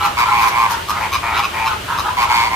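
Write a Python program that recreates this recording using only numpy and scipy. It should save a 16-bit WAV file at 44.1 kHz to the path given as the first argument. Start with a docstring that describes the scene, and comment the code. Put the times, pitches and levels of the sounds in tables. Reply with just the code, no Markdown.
"""Gabbling flock of wading birds

Wading birds, probably flamingos, gabble in an outdoor enclosure. Each call is a train of throat pulses,
110 to 144 a second, that rings the bird's resonances and chops a rasp of air. Near birds grunt on the right;
others grunt, bark and honk further off. Shaped noise makes the flock's murmur, an air hiss and a low rumble."""
import sys
import numpy as np
from scipy import signal
from scipy.fft import rfft, irfft, next_fast_len
from scipy.io import wavfile
from scipy.ndimage import map_coordinates

SR = 44100
rng = np.random.default_rng(int(sys.argv[2]) if len(sys.argv) > 2 else 0)


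def transcribe(signal):
    """Save signal, clipped to [-1, 1], as a 16-bit WAV file at the path in sys.argv[1]."""
    frames = np.atleast_2d(signal).T
    limited = np.clip(frames, -1, 1)
    pcm = np.round(limited * 32767).astype(np.int16)
    wavfile.write(sys.argv[1], SR, pcm)


N = 112454

# Near grunts: t/s, length/s, level/dB, pulse rate/Hz, throat tuning/ratio,
# second resonance/dB, upper resonances/dB, rasp/dB
NEAR_GRUNT_CALLS = [ (.1695, 0.078, -13.5, 119.3, 1.02, -11.5, -11.5, -18.5),
                    (.2505, .06, -19.5, 113.9, 0.97, -11.5, -10, -18),
                    (.3085, 0.18, -14, 115.8, 1.006, -10, -16.5, -17),
                    (.508, 0.051, -17.5, 119.8, 1, -13, -27, -28),
                    (.55, 0.1195, -13, 116.8, 1.012, -13.5, -21.5, -19),
                    (2.1685, .088, -15.5, 119.7, 0.98, -12.5, -8.5, -16),
                    (2.2905, 0.16, -16, 116.2, 0.974, -8.5, -4.5, -14),
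                    (2.4355, 0.054, -19, 113.3, 0.97, -9, -6, -20),
                    (2.505, 0.18, -20, 112, .96, -5.5, -8, -16)]
# Near throats, in low, second and upper groups: f/Hz, width/Hz, level/dB
NEAR_RESONANCES = ([(1031, 134, -1), (847, 100, -10.5), (1350, 320, -22)], [(2263, 270, 3),
                   (3080, 710, -14)], [(3390, 360, -10.5), (4630, 210, -10), (6730, 3600, -17)])
# Rasp spectrum of grunts and honks: f/Hz, relative density/dB per Hz
GRUNT_RASP_SPECTRUM = [(600, -7), (1500, 13), (3200, 4), (6000, 0), (9000, -5.5), (12000, -3.5),
                       (15500, -5.5)]


def near_grunts():
    """Sharp-onset, lightly scattered pulse trains; earlier and louder on the right."""
    return birds(NEAR_GRUNT_CALLS, NEAR_RESONANCES, GRUNT_RASP_SPECTRUM,
                 attack_s=0.007, release_s=0.0079, jitter_s=0.00008, phase_spread_rad=0.51,
                 scatter_db=-12, left_lag_ms=0.125, left_minus_right_db=-1.1, echo_db=-9)


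# Far grunts: t/s, length/s, level/dB, pulse rate/Hz, throat tuning/ratio,
# second resonance/dB, upper resonances/dB, rasp/dB
FAR_GRUNT_CALLS = [ (.95, 0.069, -27.5, 116.8, 0.99, -9, -10, -14),
                   (1.001, 0.078, -25, 113.2, .99, -6, -12, -13),
                   (1.222, 0.12, -23, 114.8, 0.97, -9.5, -12, -19.5),
                   (1.33, 0.089, -28.5, 114.5, 1.0, -5, -16, -10),
                   (1.527, 0.15, -25, 113.1, 0.98, -8, -9, -17)]
# Far throats, in low, second and upper groups: f/Hz, width/Hz, level/dB
FAR_RESONANCES = ([(976, 158, 3.5), (829, 60, -8.5), (1250, 390, -4.5)], [(2310, 300, 4),
                  (2015, 180, -2.5)], [(3460, 700, -10.5), (4760, 250, -12)])


def far_grunts():
    """Softer grunts, heavily scattered on their way."""
    return birds(FAR_GRUNT_CALLS, FAR_RESONANCES, GRUNT_RASP_SPECTRUM,
                 attack_s=0.018, release_s=0.012, jitter_s=0.00014, phase_spread_rad=0.34,
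                 scatter_db=2.5, left_lag_ms=0.02, left_minus_right_db=1.2, echo_db=-8)


# Barks: t/s, length/s, level/dB, pulse rate/Hz, throat tuning/ratio,
# second resonance/dB, upper resonances/dB, rasp/dB
BARK_CALLS = [ (.028, 0.047, -20, 125.9, 1.0, -11, -19, -12),
              (.172, 0.048, -23.5, 119.5, 1.04, -17, -5, -9),
              (.399, 0.061, -19.5, 120.4, 0.97, -10, -13, -12),
              (.467, 0.033, -22.5, 118.7, 1.05, -11, -11, -1.5),
              (.691, 0.046, -25.5, 115.9, 0.83, -13, -9, -1.5),
              (.877, 0.046, -21.5, 110.1, 1.03, -15, -13, -8),
              (1.112, 0.057, -19.5, 125.5, 0.977, -1.5, -7.5, -11),
              (1.359, 0.057, -21.5, 117.1, 0.986, 0.5, -8.5, -13.5),
              (1.418, 0.0509, -21.5, 117.3, 0.986, -0.5, -7.5, -14.5),
              (1.652, 0.039, -16.5, 121.8, 1.03, -1.5, -8.5, -17.5),
              (1.969, 0.047, -19.5, 116.9, 1.01, -15, -11, -15),
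              (2.203, 0.053, -24, 119.5, 1.04, -6, -7.5, -11.5)]
# Barking throats, in low, second and upper groups: f/Hz, width/Hz, level/dB
BARK_RESONANCES = ([(1149, 246, 2.5), (1343, 215, -9.5)], [(2456, 275, -3), (2890, 330, -11.5)],
                   [(3860, 570, -2), (5067, 260, -6), (6190, 400, -12)])
# Bark rasp spectrum: f/Hz, relative density/dB per Hz
BARK_RASP_SPECTRUM = [(600, -50), (1500, 9), (3200, -1), (6000, 5.5), (8200, -6), (12000, 4.5), (15500, -3)]


def barks():
    """Short pulse trains with a rasp of their own colour."""
    return birds(BARK_CALLS, BARK_RESONANCES, BARK_RASP_SPECTRUM,
                 attack_s=0.026, release_s=0.016, jitter_s=0.00022, phase_spread_rad=0.58,
                 scatter_db=-4, left_lag_ms=-0.008, left_minus_right_db=0.9, echo_db=-7)


# Honks: t/s, length/s, level/dB, pulse rate/Hz, throat tuning/ratio,
# second resonance/dB, upper resonances/dB, rasp/dB
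HONK_CALLS = [ (0, 0.088, -21, 130.6, 0.96, -9.5, -13.5, -12.5),
              (.25, 0.084, -22, 140.4, 0.97, -13, -21, -17),
              (.675, 0.091, -23.5, 134.2, 1.035, -18, -31, -12),
              (.9, 0.1, -26.5, 132.9, 0.94, -15, -29, -18), (1.33, 0.08, -25, 140.8, 0.95, -1.5, -6, -26),
              (1.67, 0.085, -24.5, 130.6, 1, -9, -20, -12.5),
              (1.872, .105, -25, 135.7, 1.072, -14, -28, -14.5),
              (2.034, 0.061, -23.5, 127.9, 0.98, -14, -23, -20.5),
              (2.062, .06, -26, 143.5, 1.15, -12, -25, -17),
              (2.265, 0.096, -23, 141.5, 0.96, -13, -26, -34)]
# Honking throats, in low, second and upper groups: f/Hz, width/Hz, level/dB
HONK_RESONANCES = ([(1000, 154, -2.5), (1326, 234, 0.5), (870, 32, 0.5)], [(2640, 1600, 0)],
                   [(4140, 380, 0)])


def honks():
    """Faster, more jittered pulse trains, the most scattered and echoing group."""
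    return birds(HONK_CALLS, HONK_RESONANCES, GRUNT_RASP_SPECTRUM,
                 attack_s=0.013, release_s=0.025, jitter_s=0.00037, phase_spread_rad=0.63,
                 scatter_db=3.5, left_lag_ms=0.025, left_minus_right_db=-0.3, echo_db=-6)


def birds(calls, throat, rasp_spectrum, attack_s, release_s, jitter_s, phase_spread_rad,
          scatter_db, left_lag_ms, left_minus_right_db, echo_db):
    """One group: scattered voices placed by lag and level, plus their rasp and echoes."""
    rasp_echo_db = 2
    # the throats radiate little below 659 Hz
    radiation = signal.butter(4, 659, 'high', fs=SR, output='sos')
    direct, puffs, echoes = np.zeros(N), np.zeros(N), np.zeros((2, N))
    for row in calls:
        start_s = row[0]
        voice, air = call(row, throat, attack_s, release_s, jitter_s, phase_spread_rad)
        voice = scattered(signal.sosfilt(radiation, voice), scatter_db)
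        add(direct, voice, start_s)
        add(puffs, air, start_s)
        add(echoes, echo(voice), start_s)

    sides = np.array([[1], [-1]])  # left, right

    def placement(hz):
        """Half the lag and half the level difference on each side."""
        lag = np.exp(-1j * np.pi * hz * sides * left_lag_ms / 1000)
        return amp(sides * left_minus_right_db / 2) * lag

    placed = filtered(direct, placement)
    rasp = puffs * noise(rasp_spectrum, alike=0.05)
    rasp_echo = echo(rasp[0])[:, :N]
    return placed + amp(echo_db) * echoes + rasp + amp(rasp_echo_db) * rasp_echo


def call(row, throat, attack_s, release_s, jitter_s, phase_spread_rad):
    """One call: each throat pulse rings the resonances, then lets out a puff of air."""
    _, length_s, level_db, rate_hz, tuning, second_db, upper_db, rasp_db = row
    rate_sag, throat_arch, effort_db = 0.04, 0.02, 4
    rough_hz, puff_rise_s, puff_decay_s = 5400, 0.0024, 0.0015
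    count = 32  # pulses past the call's length get zero size
    pulse_s = np.arange(count) / rate_hz
    progress = np.clip((pulse_s + 0.5 / rate_hz) / length_s, 0, 1)

    attack = np.clip((pulse_s + 0.5 / rate_hz) / attack_s, 0, 1)
    release = np.clip((length_s - pulse_s) / release_s, 0, 1)
    size = attack * release * amp(level_db + 0.44 * rng.standard_normal(count))

    # pulses slow down over the call; resonances and brightness rise and fall
    sag_s = rate_sag * length_s * progress * (1 - progress) / 2
    pulse_s = np.abs(pulse_s - sag_s + jitter_s * rng.standard_normal(count))
    arch = np.sin(np.pi * progress)[:, None] - 2 / np.pi
    tune = tuning * (1 + throat_arch * arch)
    bright_db = effort_db * arch

    t = np.arange(SR // 30) / SR
    index = (np.round(pulse_s * SR).astype(int)[:, None] + np.arange(len(t))).ravel()
    rings = 0
    for group, group_db in zip(throat, (0, second_db + bright_db / 2, upper_db + bright_db)):
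        for hz, width_hz, resonance_db in group:
            life = t ** 2 * np.exp(-np.pi * width_hz * t * np.pi / 2)
            life *= np.sqrt(2 * SR / rate_hz / np.sum(life ** 2))
            # phases scatter more from pulse to pulse the higher the resonance
            spread = phase_spread_rad + np.pi * (hz / rough_hz) ** 2
            phase = spread * rng.standard_normal((count, 1))
            pitch_hz = hz * tune + 0.25 * width_hz * rng.standard_normal((count, 1))
            ring = life * np.sin(2 * np.pi * pitch_hz * t + phase)
            rings = rings + amp(group_db + resonance_db) * ring

    puff = (1 - np.exp(-t / puff_rise_s)) * np.exp(-t / puff_decay_s)
    puff = puff * amp(rasp_db + bright_db) * np.sqrt(SR / rate_hz / np.sum(puff ** 2))
    voice = np.bincount(index, (size[:, None] * rings).ravel())
    air = np.bincount(index, (size[:, None] * puff).ravel())
    return voice, air


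def scattered(x, scatter_db):
    """Fence, ground and branches blur the pulses on their way, at the same energy."""
    scatter_s, fence_s, fence_db = 0.0071, 0.0087, -13
    t = np.arange(SR // 20) / SR
    path = rng.standard_normal(len(t)) * np.exp(-t / scatter_s)
    path *= amp(scatter_db) / np.linalg.norm(path)
    path[0] += 1  # direct sound
    path[round(fence_s * SR)] += amp(fence_db)
    y = signal.fftconvolve(x, path)
    return y * np.linalg.norm(x) / np.linalg.norm(y)


# Enclosure decay: f/Hz, t60/s
ENCLOSURE_DECAY = [(200, 0.43), (1000, 0.3), (3000, 0.32), (12000, 0.067)]


def echo(x):
    """The enclosure rings as decaying noise, differently on each side."""
    hz, t, z = signal.stft(rng.standard_normal((2, SR // 3)), SR, nperseg=256)
    decay = amp(-60 * t / along(ENCLOSURE_DECAY, hz)[:, None])
    tail = signal.istft(z * decay, SR, nperseg=256)[1]
    return signal.fftconvolve(x[None], tail / np.linalg.norm(tail[0]), axes=1)


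# Murmur spectrum: f/Hz, relative density/dB per Hz
MURMUR_SPECTRUM = [(200, -18.5), (500, -4.5), (680, -12.5), (850, -5), (1400, 3.5), (1800, -2),
                   (2500, -13.5), (4500, -19.5), (9000, -22)]


def flock_murmur():
    """The far flock blurs into noise of wandering level."""
    level_db = -34.5 + 4.5 * wobble(8.9)
    return amp(level_db) * noise(MURMUR_SPECTRUM, alike=0.088)


# Open air spectrum: f/Hz, relative density/dB per Hz
AIR_SPECTRUM = [(150, -16), (250, -3), (385, -7.5), (658, 2), (852, -3), (1560, -4), (1760, -5.5),
                (2900, -0.5), (4550, -9.5), (5040, -11), (15500, -21.5)]


def air_hiss():
    """Open air as steady shaped noise."""
    return amp(-29.5) * noise(AIR_SPECTRUM, alike=0.3)


# Rumble spectrum: f/Hz, relative density/dB per Hz
RUMBLE_SPECTRUM = [(13, -43), (22, -20), (76, 1.5), (113, -3.5), (146, -9.5), (193, -6), (232, -18),
                   (400, -9.5), (520, -19), (880, -120)]


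def low_rumble():
    """Low noise, nearly the same on both sides, its level barely wandering."""
    level_db = -34 + 0.17 * wobble(7.9)
    return amp(level_db) * noise(RUMBLE_SPECTRUM, alike=0.99)


def amp(db):
    """Decibels to gain."""
    return 10 ** (np.asarray(db) / 20)


def unit(x):
    """Scaled to rms 1."""
    return x / np.sqrt(np.mean(x ** 2) + 1e-20)


def along(points, hz):
    """(f/Hz, value) points interpolated on a log frequency axis."""
    f, v = np.transpose(points)
    return np.interp(np.log(hz + 1), np.log(f + 1), v)


def filtered(x, response):
    """x through a complex response of frequency."""
    m = next_fast_len(N + SR // 2)
    spectrum = rfft(x, m) * response(np.fft.rfftfreq(m, 1 / SR))
    return irfft(spectrum, m)[..., :N]


def noise(spectrum, alike):
    """Stereo noise of rms 1; alike is the power share common to both sides."""
    white = rng.standard_normal((3, N))
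    common, *own = filtered(white, lambda hz: amp(along(spectrum, hz)))
    alike = np.clip(alike, 0, 1)
    return unit(np.sqrt(alike) * common + np.sqrt(1 - alike) * np.array(own))


def wobble(rate_hz):
    """A smooth random curve, rate_hz knots a second."""
    knots = rng.standard_normal(int(N * rate_hz / SR) + 4)
    return map_coordinates(knots, [np.arange(N) * rate_hz / SR])


def add(track, x, start_s):
    """Mixes x into the track from start_s on."""
    i = max(round(start_s * SR), 0)
    part = track[..., i:i + x.shape[-1]]
    part += x[..., :part.shape[-1]]


def scene():
    """Four groups of callers over murmur, hiss and rumble."""
    callers = near_grunts() + far_grunts() + barks() + honks()
    return callers + flock_murmur() + air_hiss() + low_rumble()


def record(dry):
    """Clips at full scale, then removes everything from the band limit up."""
    top_hz = 15450
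    return filtered(np.clip(dry, -1, 1), lambda hz: hz < top_hz)


dry = scene()
out = record(dry)
transcribe(out)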